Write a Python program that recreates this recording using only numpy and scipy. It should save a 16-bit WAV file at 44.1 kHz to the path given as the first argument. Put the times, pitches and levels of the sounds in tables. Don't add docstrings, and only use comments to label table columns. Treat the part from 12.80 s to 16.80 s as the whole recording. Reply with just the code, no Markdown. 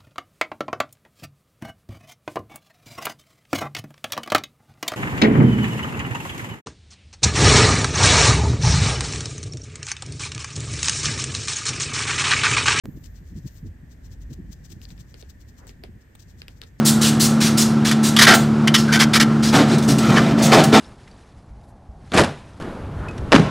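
import sys
import numpy as np
from scipy import signal
from scipy.fft import rfft, irfft
from scipy.io import wavfile
from scipy.ndimage import uniform_filter1d

SR = 44100
rng = np.random.default_rng(int(sys.argv[2]) if len(sys.argv) > 2 else 0)


def digitize_waveform(pressure):
    field = np.atleast_2d(pressure).T
    bounded = np.clip(field, -1, 1)
    quanta = np.round(bounded * 32767).astype(np.int16)
    wavfile.write(sys.argv[1], SR, quanta)


N = 176400

# frequency_hz, gain_db
ROOM_SPECTRUM = [(20, -9), (50, 26.5), (150, 15.5), (300, 12.5), (500, 6), (900, -2), (1350, -4),
                 (1600, 3.5), (1820, 7.5), (2100, -1), (2700, -7), (4000, -13.5), (6000, -14.5),
                 (7200, -13), (9000, -15.5), (10300, -40), (12000, -14.5), (14500, -18), (16000, -32)]
# frequency_hz, correlation
ROOM_COHERENCE = [(60, 0.98), (300, 0.66), (700, 0.057), (1800, 0.14), (4000, 0.16), (15000, 0.52)]
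# time_s, level_db
FIZZ_ENVELOPE = [(0, -66), (.22, -66.5), (.42, -77.5), (.62, -79), (.75, -63), (.95, -90)]
# frequency_hz, gain_db
FIZZ_SPECTRUM = [(1000, -84), (7000, -11.5), (10500, -38), (12000, -7.5), (13700, -7.5), (15200, -8),
                 (16000, -30)]

# time_s, rumble_db, body_db
HANDLING_ENVELOPE = [(.04, -71, -34.5), (.1, -37.5, -39.5), (.3, -41.5, -51), (.48, -44, -50.5),
                     (.57, -38, -47.5), (.73, -44, -49.5), (.87, -39.5, -49.5), (1.17, -41.5, -47.5),
                     (1.42, -35.5, -46), (1.57, -41, -46.5), (1.8, -39, -51), (2.1, -42, -45.5),
                     (2.5, -46, -52), (3.12, -44, -47.5), (3.27, -57, -74), (3.38, -45, -53),
                     (3.7, -44.5, -51), (4, -47, -54)]
# frequency_hz, gain_db
RUMBLE_SPECTRUM = [(15, -12), (30, -28), (46, 9), (62, 3.5), (85, 2.5), (115, -4), (170, -9), (400, -57),
                   (1500, -99)]
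# frequency_hz, gain_db
BODY_SPECTRUM = [(60, -1), (140, 0), (250, -0.5), (400, -20.5), (700, -25.5), (1500, -36), (5000, -55)]
# frequency_hz, correlation
HANDLING_COHERENCE = [(60, .99), (150, 0.86), (300, 0.97), (700, 0.51), (1500, 0.87)]
# peak_s, level_db, half_width_s, centre_hz
GRIP_BUMPS = [(.057, -32.5, 0.0052, 258.8), (0.087, -24.5, 0.0058, 129.2), (0.161, -33.5, 0.009, 106.6),
              (0.176, -38, 0.0048, 265.4), (.253, -42, 0.012, 59), (0.429, -44.5, 0.013, 150.4),
              (.53, -41, 0.011, 173), (.562, -34, 0.0042, 183.5), (0.583, -34, 0.011, 164.2),
              (0.658, -29.5, 0.0089, 124.1), (0.834, -36, 0.0059, 160), (0.861, -36.5, 0.015, 100),
              (.862, -43.5, 0.017, 239.7), (1.039, -42, 0.0056, 151.7), (1.512, -41, 0.0098, 250),
              (1.526, -35.5, 0.011, 135.2), (1.594, -35.5, 0.012, 184.3), (1.628, -38, 0.012, 81),
              (1.657, -36.5, 0.0049, 165.4), (1.701, -40.5, 0.0077, 185), (1.923, -35, 0.011, 134.5),
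              (1.972, -38, .009, 132.3), (2.126, -40.5, 0.0048, 168.1), (2.209, -42, 0.011, 122.7),
              (3.003, -42, 0.0065, 147), (3.095, -36, 0.0072, 129.7), (3.171, -45.5, 0.013, 134.8)]

# peak_s, relative_level_db, half_width_s
RUB_STROKES = [(0.174, -57, 0.0092), (0.242, -47, 0.004), (0.259, -45.5, 0.0087), (.368, -53.5, 0.015),
               (0.484, -58, 0.027), (0.577, -51, .014), (.677, -41.5, 0.0077), (0.704, -62.5, 0.048),
               (0.774, -51, 0.013), (.872, -55, .01), (1.123, -54, 0.013), (1.256, -51, .011),
               (1.327, -50.5, 0.012), (1.422, -52.5, 0.01), (1.51, -52.5, 0.0065), (1.536, -44.5, 0.0066),
               (1.728, -43, 0.0083), (1.855, -45.5, 0.0085), (1.904, -47, 0.0049), (1.923, -40, 0.0057),
               (2.035, -46, 0.012), (2.09, -50, 0.005), (2.114, -49.5, 0.011), (2.207, -46.5, 0.0091),
               (2.301, -58, 0.02), (2.38, -52.5, 0.0077), (2.407, -45.5, 0.0095), (2.502, -46, 0.007),
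               (2.615, -52, 0.0099), (2.692, -52.5, 0.0093), (2.789, -52, 0.012), (2.883, -46.5, 0.0078),
               (2.899, -49, 0.0093), (3.219, -58, 0.0078), (3.402, -45, 0.0059), (3.425, -51.5, 0.0084),
               (3.501, -53, .014), (3.598, -52, 0.012), (3.712, -60, 0.023), (3.777, -57.5, 0.011),
               (3.877, -56.5, 0.013)]
# frequency_hz, gain_db
RUB_SPECTRUM = [(300, -12), (1200, -8), (2200, -6), (3500, -0.5), (6200, 4), (8300, -1.5), (10000, -17),
                (12000, -11), (15000, -10.5), (16000, -21)]
# frequency_hz, right_minus_left_db
RUB_BALANCE = [(1000, -31), (2400, -23), (4400, -23), (8100, -12.5), (11000, -1.5), (15000, 1)]

# start_s, relative_level_db, treble_db, smack_db, cavity_hz, cavity_db
MOUTH_CLICKS = [(2.0167, -55, 12, -30, 2970, 11), (2.0532, -51.5, 2, -19, 4600, 12.5),
                (2.1049, -52, -11, -10.5, 3870, 9), (2.1793, -54, 2, -12.5, 4300, -2),
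                (2.3427, -40, -18, -21, 3630, -27), (2.426, -45.5, -9, -19.5, 3840, 0),
                (2.8937, -43, -6, -16.5, 5270, -6), (3.0378, -36, -4.5, -20.5, 4900, -4),
                (3.619, -37, -10, -22.5, 2700, -2), (3.6824, -41.5, 10, -19.5, 2640, 5.5),
                (3.8168, -42, 9, -16, 3900, 2), (3.8369, -45.5, 4, -17, 3900, 3)]
# frequency_hz, gain_db
CLICK_SPECTRUM = [(150, -23), (450, -1), (950, -14), (1500, 1.5), (2000, -1), (2700, 4), (3500, 4.5),
                  (5200, 6.5), (6200, -17.5), (7300, -12), (8600, -12), (10200, -21), (13300, -9.5),
                  (16000, -30)]
# frequency_hz, gain_db
SMACK_SPECTRUM = [(150, -18), (400, 14.5), (900, 5.5), (1600, 10), (2500, 10), (4300, 8.5), (6500, -3.5),
                  (10000, -4), (13000, -35), (16000, -22)]
# frequency_hz, right_minus_left_db
MOUTH_BALANCE = [(300, 14), (1300, -4), (2400, -2), (4400, -12.5), (8000, -3), (15000, 1.5)]
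# start_s, level_db
LIP_TICKS = [(1.174, -62), (2.167, -55), (2.869, -39), (3.352, -39), (3.3554, -43)]
# frequency_hz, gain_db
TICK_SPECTRUM = [(300, 9), (2000, 3), (3800, 10.5), (6000, -6), (8500, 11.5), (10500, -24), (13000, -5),
                 (16000, 4)]
# peak_s, level_db, half_width_s, centre_hz
MOUTH_RASPS = [(2.832, -58, 0.039, 1190), (2.848, -56, 0.028, 490), (3.831, -53, 0.0093, 3900),
               (3.833, -52.5, 0.0048, 1350), (4, -59, 0.01, 5700), (3.042, -44, 0.0069, 450),
               (2.431, -46, 0.0044, 420)]


def amp(db):
    return 10 ** (np.asarray(db) / 20)


def unit_rms(x):
    return x / np.sqrt(np.mean(x ** 2) + 1e-20)


def curve_at(points, hz):
    frequency, value = np.transpose(points)
    return np.interp(np.log(hz + 1), np.log(frequency + 1), value)


def add(mix, start_s, sound):
    part = mix[:, max(round(start_s * SR), 0):][:, :sound.shape[-1]]
    part += sound[..., :part.shape[1]]


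def white_spectra(size, coherence):
    shared = np.clip(curve_at(coherence, np.fft.rfftfreq(size, 1 / SR)), -1, 1)
    left, independent = rfft(rng.standard_normal((2, size)))
    return np.array([left, shared * left + np.sqrt(1 - shared ** 2) * independent])


def noise(spectrum, coherence=((20, 0), (20000, 0))):
    gain = amp(curve_at(spectrum, np.fft.rfftfreq(N, 1 / SR)))
    return unit_rms(irfft(white_spectra(N, coherence) * gain, N))


def colour(x, spectrum, balance, size=2048):
    hz = abs(np.fft.fftfreq(size, 1 / SR))
    left_db = curve_at(spectrum, hz)
    log_gain = np.log(amp([left_db, left_db + curve_at(balance, hz)]))
    response = np.fft.ifft(np.exp(np.conj(signal.hilbert(log_gain)))).real[:, :size // 2]
    return signal.oaconvolve(x, response / np.linalg.norm(response[0]), axes=1)[:, :N]


def noise_bursts(rows, coherence, octaves, size=8192):
    out, hz = np.zeros((2, N)), np.fft.rfftfreq(size, 1 / SR)
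    for peak_s, db, width_s, centre_hz in rows:
        start_s = max(peak_s - size / SR / 2, 0)
        bell = np.exp(-.5 * ((start_s + np.arange(size) / SR - peak_s) / width_s) ** 2)
        band = np.exp(-.5 * (np.log2((hz + 1) / centre_hz) / octaves) ** 2)
        burst = bell * irfft(white_spectra(size, coherence) * band)
        add(out, start_s, amp(db) * unit_rms(burst) * np.sqrt(np.mean(bell ** 2)))
    return out


def room_tone(hiss_db=-54.5):
    hiss = amp(hiss_db) * noise(ROOM_SPECTRUM, ROOM_COHERENCE)
    fizz_db = np.interp(np.arange(N) / SR, *np.transpose(FIZZ_ENVELOPE))
    return hiss + amp(fizz_db) * noise(FIZZ_SPECTRUM)


def reverberation(direct, level_db=-16.5, t60_s=.11, gap_s=.004):
    t = np.arange(SR // 3) / SR
    tail = rng.standard_normal((2, len(t))) * amp(-60 * t / t60_s) * (t > gap_s)
    tail /= np.linalg.norm(tail[0])
    return amp(level_db) * signal.fftconvolve(direct.mean(0)[None], tail, axes=1)[:, :N]


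def pop(start_s=.0566, level_db=-24.5, decay_s=.001):
    out, t = np.zeros((2, N)), np.arange(SR // 100) / SR
    add(out, start_s, amp(level_db) * np.exp(-t / decay_s))
    return out


def grip_modulation(depth_db=1.8, cutoff_hz=12):
    lowpass = np.exp(-(np.fft.rfftfreq(N, 1 / SR) / cutoff_hz) ** 4)
    wander = unit_rms(irfft(rfft(rng.standard_normal(N)) * lowpass, N))
    return unit_rms(amp(depth_db * wander))


def grip_bumps(sag_octaves_per_s=9.95, noise_gain=.72, scuff_db=-14.5, scuff_hz=291.6):
    flexing, t = np.zeros((2, N)), np.arange(-SR // 20, SR // 20) / SR
    for peak_s, db, width_s, hz in GRIP_BUMPS:
        cycles = np.cumsum(hz * 2 ** (-sag_octaves_per_s * t)) / SR + rng.random()
        bell = np.exp(-.5 * (t / width_s) ** 2)
        add(flexing, peak_s + t[0], amp(db) * np.sqrt(2) * bell * np.sin(2 * np.pi * cycles))
    scuff_rows = [(peak_s, db + scuff_db, width_s, scuff_hz) for peak_s, db, width_s, _ in GRIP_BUMPS]
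    scuffs = noise_bursts(scuff_rows, HANDLING_COHERENCE, octaves=.31)
    thuds = noise_bursts(GRIP_BUMPS, HANDLING_COHERENCE, octaves=.52)
    return np.sqrt(1 - noise_gain ** 2) * flexing + noise_gain * thuds + scuffs


def handling_rumble(rumble_gain_db=-1.5, body_gain_db=-4.5):
    t = np.arange(N) / SR
    time_s, rumble_db, body_db = np.transpose(HANDLING_ENVELOPE)
    rumble = amp(np.interp(t, time_s, rumble_db)) * noise(RUMBLE_SPECTRUM, HANDLING_COHERENCE)
    body = amp(np.interp(t, time_s, body_db)) * noise(BODY_SPECTRUM, HANDLING_COHERENCE)
    return amp(rumble_gain_db) * rumble * grip_modulation() + amp(body_gain_db) * body


def rubbing(gain_db=-2, skirt_db=-16.5, skirt_widths=6.9, grain_depth=.27):
    t, power = np.arange(N) / SR, np.zeros(N)
    for peak_s, db, width_s in RUB_STROKES:
        widths_away = abs(t - peak_s) / width_s
        core = np.exp(-widths_away ** 1.87)
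        skirt = amp(skirt_db) ** 2 * np.exp(-2 * widths_away / skirt_widths)
        power += amp(db) ** 2 * (core + skirt)
    grain = np.exp(grain_depth * unit_rms(uniform_filter1d(rng.standard_normal(N), size=40)))
    hiss = np.sqrt(power) * unit_rms(grain * rng.standard_normal((1, N)))
    return amp(gain_db) * colour(hiss, RUB_SPECTRUM, RUB_BALANCE)


def decaying_noise(t, decay_s):
    return rng.standard_normal((2, len(t))) * np.exp(-t / decay_s)


def kitten_mouth(click_gain_db=20, smack_gain_db=9, crossover_hz=6000, cavity_q=6):
    clicks, smacks, ticks = np.zeros((3, 2, N))
    t = np.arange(SR // 10) / SR
    lowpass, highpass = (signal.butter(1, crossover_hz, kind, fs=SR) for kind in ("low", "high"))
    for start_s, db, treble_db, smack_db, cavity_hz, cavity_db in MOUTH_CLICKS:
        snap = .1 * decaying_noise(t, decay_s=.00018)
        snap[:, 0] = 1
        peel = .23 * decaying_noise(t[::-1], decay_s=.0005)
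        drive = np.hstack([peel, snap])
        ring = amp(cavity_db) * signal.lfilter(*signal.iirpeak(cavity_hz, cavity_q, fs=SR), drive)
        treble = amp(treble_db) * signal.lfilter(*highpass, drive)
        click = signal.lfilter(*lowpass, drive) + treble + ring
        add(clicks, start_s - len(t) / SR, amp(db + click_gain_db) * click)
        add(smacks, start_s, amp(db + smack_db + smack_gain_db) * decaying_noise(t, decay_s=.02))
    for start_s, db in LIP_TICKS:
        add(ticks, start_s, amp(db) * decaying_noise(t, decay_s=.002))
    rasps = noise_bursts(MOUTH_RASPS, ROOM_COHERENCE, octaves=.5)
    layers = [(clicks, CLICK_SPECTRUM), (smacks, SMACK_SPECTRUM), (ticks, TICK_SPECTRUM)]
    return sum(colour(layer, spectrum, MOUTH_BALANCE) for layer, spectrum in layers) + rasps


def scene():
    direct = kitten_mouth() + rubbing()
    return direct + reverberation(direct) + handling_rumble() + grip_bumps() + pop() + room_tone()


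def record(dry):
    open_s, fade_s, cutoff_hz = .036, .0048, 16100
    fade_in = np.clip((np.arange(N) / SR - open_s) / fade_s, 0, 1)
    lowpass = signal.firwin(511, cutoff_hz, window=("kaiser", 9), fs=SR)
    return signal.oaconvolve(dry * fade_in, lowpass[None], "same")


dry = scene()
out = record(dry)
digitize_waveform(out)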